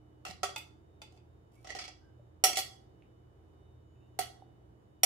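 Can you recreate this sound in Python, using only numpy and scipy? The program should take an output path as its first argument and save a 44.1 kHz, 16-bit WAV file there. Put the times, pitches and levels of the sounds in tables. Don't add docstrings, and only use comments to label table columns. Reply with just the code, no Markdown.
import sys
import numpy as np
from scipy import signal
from scipy.fft import rfft, irfft, next_fast_len
from scipy.io import wavfile
from scipy.ndimage import uniform_filter1d

SR = 44100
rng = np.random.default_rng(int(sys.argv[2]) if len(sys.argv) > 2 else 0)


def transcribe(u):
    v = np.clip(np.atleast_2d(u).T, -1, 1)
    q = np.round(v * 32767).astype(np.int16)
    wavfile.write(sys.argv[1], SR, q)


N = 222837
TIME = np.arange(N) / SR
RING = TIME[:SR // 3]


def undb(db):
    return 10 ** (np.asarray(db) / 20)


def unit(x):
    return x / np.sqrt(np.mean(x ** 2))


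def on_log(hz, points):
    f, value = np.transpose(points)
    return np.interp(np.log(np.maximum(hz, 1)), np.log(f), value)


def colour(x, points):
    size = next_fast_len(x.shape[-1] + 4096, real=True)
    size += size % 2
    bins = np.arange(size // 2 + 1) * SR / size
    cepstrum = irfft(np.log(undb(on_log(bins, points))))
    cepstrum[1:size // 2] *= 2
    cepstrum[size // 2 + 1:] = 0
    response = np.exp(rfft(cepstrum))
    return irfft(rfft(x, size) * response)[..., :x.shape[-1]]


def fade(t, t60):
    return np.exp(-np.log(1000) * t / t60)


def pan(db):
    return undb([[db / 2], [-db / 2]])


def add(out, s, x):
    i = int(s * SR)
    out[:, i:i + x.shape[-1]] += x[:, :N - i]


def walk(rate):
    k = int(SR / rate)
    steps = np.repeat(rng.standard_normal(N // k + 1), k)
    return unit(uniform_filter1d(steps, k)[:N])


# (frequency [Hz], rms level before wavering [dB])
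REFRIGERATOR_LINES = [(60, -71.5), (83, -67), (119.8, -66), (306.8, -74.5), (2966, -90), (3677, -93),
                      (6896, -103)]
# (frequency [Hz], relative level per Hz [dB])
AIR_SPECTRUM = [(15, -56), (25, -24), (43, -15.5), (123, -3), (145, -9), (242, -15), (270, -15.5),
                (301, -13.5), (326, -8.5), (575, -21), (677, -21), (2550, -43.5), (3080, -42.5),
                (3920, -48.5), (16000, -57.5)]
AIR_DB = -63
WHINE_ABOVE_HZ, WHINE_DRIFT = 1000, 0.0046


def refrigerator(waver_db=3.35, drift=0.0012, pan_db=-2):
    hum = np.zeros(N)
    for hz, db in REFRIGERATOR_LINES:
        line_drift = WHINE_DRIFT if hz > WHINE_ABOVE_HZ else drift
        level = np.sqrt(2) * undb(db + waver_db * walk(7.8))
        pitch = hz * (1 + line_drift * walk(120))
        hum += level * np.sin(2 * np.pi * np.cumsum(pitch) / SR)
    mid, side = unit(colour(rng.standard_normal((2, N)), AIR_SPECTRUM))
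    side = colour(side, [(30, -7.5), (80, -9.5), (300, -4.0), (1000, 3)])
    air = undb(AIR_DB + .5 * walk(3.5)) * (mid + side * np.array([[1], [-1]]))
    return pan(pan_db) * (hum + air)


# (frequency [Hz], level per Hz [dB])
CRACK_SPECTRUM = [(150, -34.5), (350, -3.5), (700, -0.5), (950, -4.5), (1400, -3.5), (1650, -7.5),
                  (2000, 0), (3200, 1.5), (3800, -3), (4600, -1), (8000, -2.5), (11000, -6), (14500, -7),
                  (16000, -19.5)]


def contact(modes, body_db, treble_db, spots=(), middle_db=0, crack_db=-1, crack_t60=0.019, dense_db=-2,
            dense_t60=0.13, cluster_hz=110, valley_db=-6, rise_s=0.0011, spread_s=.00016, split=.008):
    hz, rest_db, t60 = np.transpose(modes)[:, :, None]
    db = rest_db + sum(spot_db * np.exp(-(np.log(hz / spot_hz) / .06) ** 2) for spot_hz, spot_db in spots)
    gain = undb(db) / np.sqrt(np.sum(undb(db) ** 2))

    pair_hz = split * rng.uniform(0.24, 1, hz.shape) * hz
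    shape = fade(RING, t60) * np.cos(np.pi * pair_hz * RING)
    shape = gain * shape / np.sqrt(np.mean(shape ** 2, axis=1, keepdims=True) / 2)
    phase = rng.uniform(0, 2 * np.pi, hz.shape)
    lag = spread_s * rng.uniform(-0.78, 1, hz.shape)
    ring = np.array([np.sum(shape * np.sin(2 * np.pi * hz * (RING + side * lag) + phase), axis=0)
                     for side in (-1, 1)])

    bins = np.arange(50, SR / 2, 25)
    width = cluster_hz * np.sqrt(hz / 5000)
    peaks = undb(db + rest_db) * np.exp(-((bins - hz) / width) ** 2)
    clusters = undb(valley_db) ** 2 + np.sum(peaks, axis=0)
    wash_db = 10 * np.log10(clusters) + on_log(bins, CRACK_SPECTRUM)
    noise = rng.standard_normal((2, *ring.shape))
    wash = colour(noise[0] * fade(RING, dense_t60), np.c_[bins, wash_db])
    crack = colour(noise[1] * fade(RING, crack_t60), CRACK_SPECTRUM)

    sound = ring + undb(dense_db) * unit(wash) + undb(crack_db) * unit(crack)
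    sound = sound * (1 - np.exp(-RING / rise_s))
    sound = sound / np.sqrt(np.mean(sound[:, :SR // 100] ** 2))
    return colour(sound, [(750, body_db), (1250, middle_db), (2200, 0), (5600, 0.0079), (12500, treble_db)])


# (frequency [Hz], relative energy [dB], free ring t60 [s])
PLATE_MODES = [(394.6, -3.5, 0.17), (587.7, 3.5, 0.023), (706.2, 3, 0.25), (754, 12.5, 0.097),
               (1150.7, -4, 0.23), (1316, 3.5, 0.12), (1441, -4, 0.064), (1942, 4, 0.029),
               (2237, -3, 0.078), (2715, -1, 0.061), (2901, -6, 0.11), (3330, 2, 0.35), (3405, 0.5, 0.1),
               (4076, -1, .18), (4424, 3, 0.19), (4820, 0, 0.18), (5020, -3, 0.11), (5622, 4.5, 0.08),
               (5860, -1, 0.16), (6340, 1, 0.11), (6600, -0.5, .16), (7110, 6, 0.1), (7940, 4.5, 0.063),
               (8640, 0.5, 0.13), (9230, 2.5, 0.098), (10300, 5, 0.13), (12100, -6, 0.1314),
               (12560, 0, 0.1), (13930, -9, .11), (15000, -7.5, 0.07)]
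# (time [s], level [dB], body [dB], middle [dB], treble [dB],
# mode that the spot favours [Hz], its gain [dB], bounce after [s])
PLATE_CLINKS = [(0.2506, -42, 8.5, 15.5, -5, 2700, 26, .014), (0.4317, -28.5, 1.5, 9, -8.5, 406, 8, .006),
                (.489, -50.5, 5.5, 13.5, -11, 1280, 3, .003), (2.4388, -17.5, 1.5, -1, 6, 5590, 15, .005),
                (2.556, -32, -14, -22, -13, 8000, 9, .003), (2.57, -25.5, -4.5, -11, -2, 7000, -4, .009),
                (2.587, -31.5, -0.5, -2, 1.5, 4640, 18.5, .003),
                (4.1892, -32.5, 9.5, 7.5, 6.5, 4370, 16, .002), (5.033, -19, -3, -6.5, 7, 5540, 10.5, .002)]
BOUNCE_DB, BOUNCE_TREBLE_DB = -5, -0.5


def clinks():
    out = np.zeros((2, N))
    for s, db, body_db, middle_db, treble_db, spot_hz, spot_db, bounce_s in PLATE_CLINKS:
        spot = [(spot_hz, spot_db)]
        strike = contact(PLATE_MODES, body_db, treble_db, spot, middle_db)
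        bounce = contact(PLATE_MODES, body_db, treble_db + BOUNCE_TREBLE_DB, spot, middle_db)
        add(out, s, undb(db) * strike)
        add(out, s + bounce_s, undb(db + BOUNCE_DB) * bounce)
    return out


SLIPS_PER_S, SLIP_SCATTER_DB = 450, 4


def slipping(length, plate, fall_db=0):
    happens = rng.random(len(RING)) < SLIPS_PER_S / SR
    scatter_db = SLIP_SCATTER_DB * rng.standard_normal(len(RING))
    progress = np.minimum(RING / length, 1)
    slips = happens * undb(scatter_db - fall_db * progress) * (RING < length)
    slips = slips * np.sqrt(length / .015 / (np.sum(slips ** 2) + 1e-9))
    return signal.fftconvolve(plate, slips[None])


# (start [s], end [s], level [dB], body [dB], treble [dB])
BLADE_STROKES = [(0.252, 0.31, -44, 2, -12), (1.109, 1.17, -70.5, 8, -7), (1.51, 1.649, -75.5, 0.5, 2),
                 (2.46, 2.532, -37, 2, -6), (2.566, 2.599, -54, -9, 22), (4.208, 4.233, -39.5, -20, -22)]


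def scrapes():
    out = np.zeros((2, N))
    for start, end, db, body_db, treble_db in BLADE_STROKES:
        half = (end - start) / 2
        for s in (start, start + half):
            plate = contact(PLATE_MODES, body_db, treble_db, crack_db=6, dense_db=-6.5)
            add(out, s, undb(db) * slipping(half, plate))
    return out


# (time [s], level [dB], pitch [Hz], t60 [s])
SOFT_KNOCKS = [(0.286, -55, 82, 0.22), (0.293, -46.5, 179.5, 0.18), (2.195, -53, 581.6, 0.071),
               (3.023, -37.5, 2545, 0.0025), (4.422, -43, 769, 0.04)]


def thuds(rise_s=0.00078, pan_db=-3):
    out = np.zeros((2, N))
    for s, db, hz, t60 in SOFT_KNOCKS:
        swing = np.sin(2 * np.pi * hz * RING) * fade(RING, t60) * (1 - np.exp(-RING / rise_s))
        add(out, s, undb(db) * pan(pan_db) * swing)
    return out


# (frequency [Hz], relative energy [dB], t60 [s])
BLADE_MODES = [(859, 2, 0.12), (902, 3, 0.035), (1388, -0.5, 0.081), (2156, -1.5, 0.15), (2570, 7.5, 0.039),
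               (2870, -3, 0.056), (3526, 4.5, 0.044), (4690, 0.5, 0.05), (4820, 2, 0.06), (6150, -9, 0.044),
               (7100, -6, 0.059), (8040, -2.5, 0.096)]
# (time [s], level [dB], body [dB], treble [dB])
BLADE_FLICKS = [(.5605, -35.5, -0.5, -6), (.58, -48.5, 4, 8.5), (1.0171, -46.5, 6.5, -8.5),
                (1.174, -65, 0, -19)]


def flicks():
    out = np.zeros((2, N))
    for s, db, body_db, treble_db in BLADE_FLICKS:
        add(out, s, undb(db) * contact(BLADE_MODES, body_db, treble_db))
    return out


# (start [s], end [s], centre pitch [Hz], peak level [dB])
CHEESE_SQUEAKS = [(1.55, 1.61, 2260, -72), (1.997, 2.13, 1570, -73), (3.944, 3.98, 2573, -82.5),
                  (3.991, 4.061, 2730, -79.5)]


def squeaks(waver=0.029, pan_db=-2):
    out = np.zeros((2, N))
    for start, end, hz, db in CHEESE_SQUEAKS:
        swell = np.sin(np.pi * np.clip((TIME - start) / (end - start), 0, 1))
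        pitch = hz * (1 + waver * walk(250))
        tone = np.sin(2 * np.pi * np.cumsum(pitch) / SR)
        out += undb(db) * pan(pan_db) * swell * tone
    return out


# (time [s], judder length [s], level [dB],
# cushioning by cheese [0-1], favoured mode [Hz])
BLADE_SNAGS = [(1.645, 0.022, -54.5, 0.95, 1230), (1.671, 0.036, -47, 0.68, 1954),
               (1.703, 0.019, -42.5, 0.5, 1960), (1.749, 0.023, -42, 0.88, 2009),
               (1.787, 0.039, -39.5, 0.12, 5120), (1.839, 0.021, -44.5, 0, 2169),
               (1.878, .012, -46, .45, 5100)]
# (body [dB], treble [dB])
BARE_COLOUR = (-5.5, -21)
CUSHIONED_COLOUR = (8.1, -17.5)
PRESSED_RING = 0.91
SNAG_MODE_DB = 18
JUDDER_DB, JUDDER_FALL_DB = -0.5, 5


def snags():
    out = np.zeros((2, N))
    pressed = np.array(PLATE_MODES) * [1, 1, PRESSED_RING]
    for s, length, db, cushion, spot_hz in BLADE_SNAGS:
        body_db, treble_db = (1 - cushion) * np.array(BARE_COLOUR) + cushion * np.array(CUSHIONED_COLOUR)
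        spot = [(spot_hz, SNAG_MODE_DB)]
        bite, judder = (contact(pressed, body_db, treble_db, spot, middle_db=3.4 * cushion,
                                crack_db=1.5, dense_db=0, dense_t60=0.094) for _ in range(2))
        add(out, s, undb(db) * bite)
        add(out, s, undb(db + JUDDER_DB) * slipping(length, judder, JUDDER_FALL_DB))
    return out


# (frequency [Hz], t60 [s])
KITCHEN_DECAY = [(200, 0.56), (700, 0.51), (2500, 0.25), (5000, 0.37), (9000, 0.32), (15000, 0.15)]
ROOM_MIXING = 0.34


def kitchen(dry, wet_db=-5.5, delay_s=0.0029, build_s=0.002):
    t = TIME[:SR]
    hz = np.arange(SR // 2 + 1)
    noise = rfft(rng.standard_normal((2, SR)))
    centres = np.transpose(KITCHEN_DECAY)[0]
    tail = np.zeros((2, SR))
    for share, (_, t60) in zip(np.eye(len(centres)), KITCHEN_DECAY):
        band = irfft(noise * on_log(hz, np.c_[centres, share]))
        tail += band * fade(t, t60)
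    build = 1 - np.exp(-np.maximum(t - delay_s, 0) / build_s)
    tail = unit(tail * build) / np.sqrt(SR)
    tail = colour(tail, [(300, -5.0), (750, -11.0), (1800, -1), (2700, 2.5), (5000, -4), (9000, -6.5),
                         (14000, -1.5)])
    mixed = dry + ROOM_MIXING * dry[::-1]
    return undb(wet_db) * signal.fftconvolve(mixed, tail, axes=1)[:, :N]


KNIFE_PAN_DB = -0.5


def scene():
    knife = pan(KNIFE_PAN_DB) * (clinks() + scrapes() + flicks() + snags())
    left, right = knife + thuds() + squeaks()
    left = colour(left, [(350, -1.8), (700, -1.5), (1500, -2.9)])
    right = colour(right, [(350, 0.0), (700, 0.3), (1500, 0)])
    dry = np.array([left, right])
    return dry + kitchen(dry) + refrigerator()


TOP_HZ = 15600


def record(dry):
    low_pass = signal.ellip(8, .2, 70, TOP_HZ, fs=SR, output="sos")
    return signal.sosfilt(low_pass, dry)


dry = scene()
out = record(dry)
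transcribe(out)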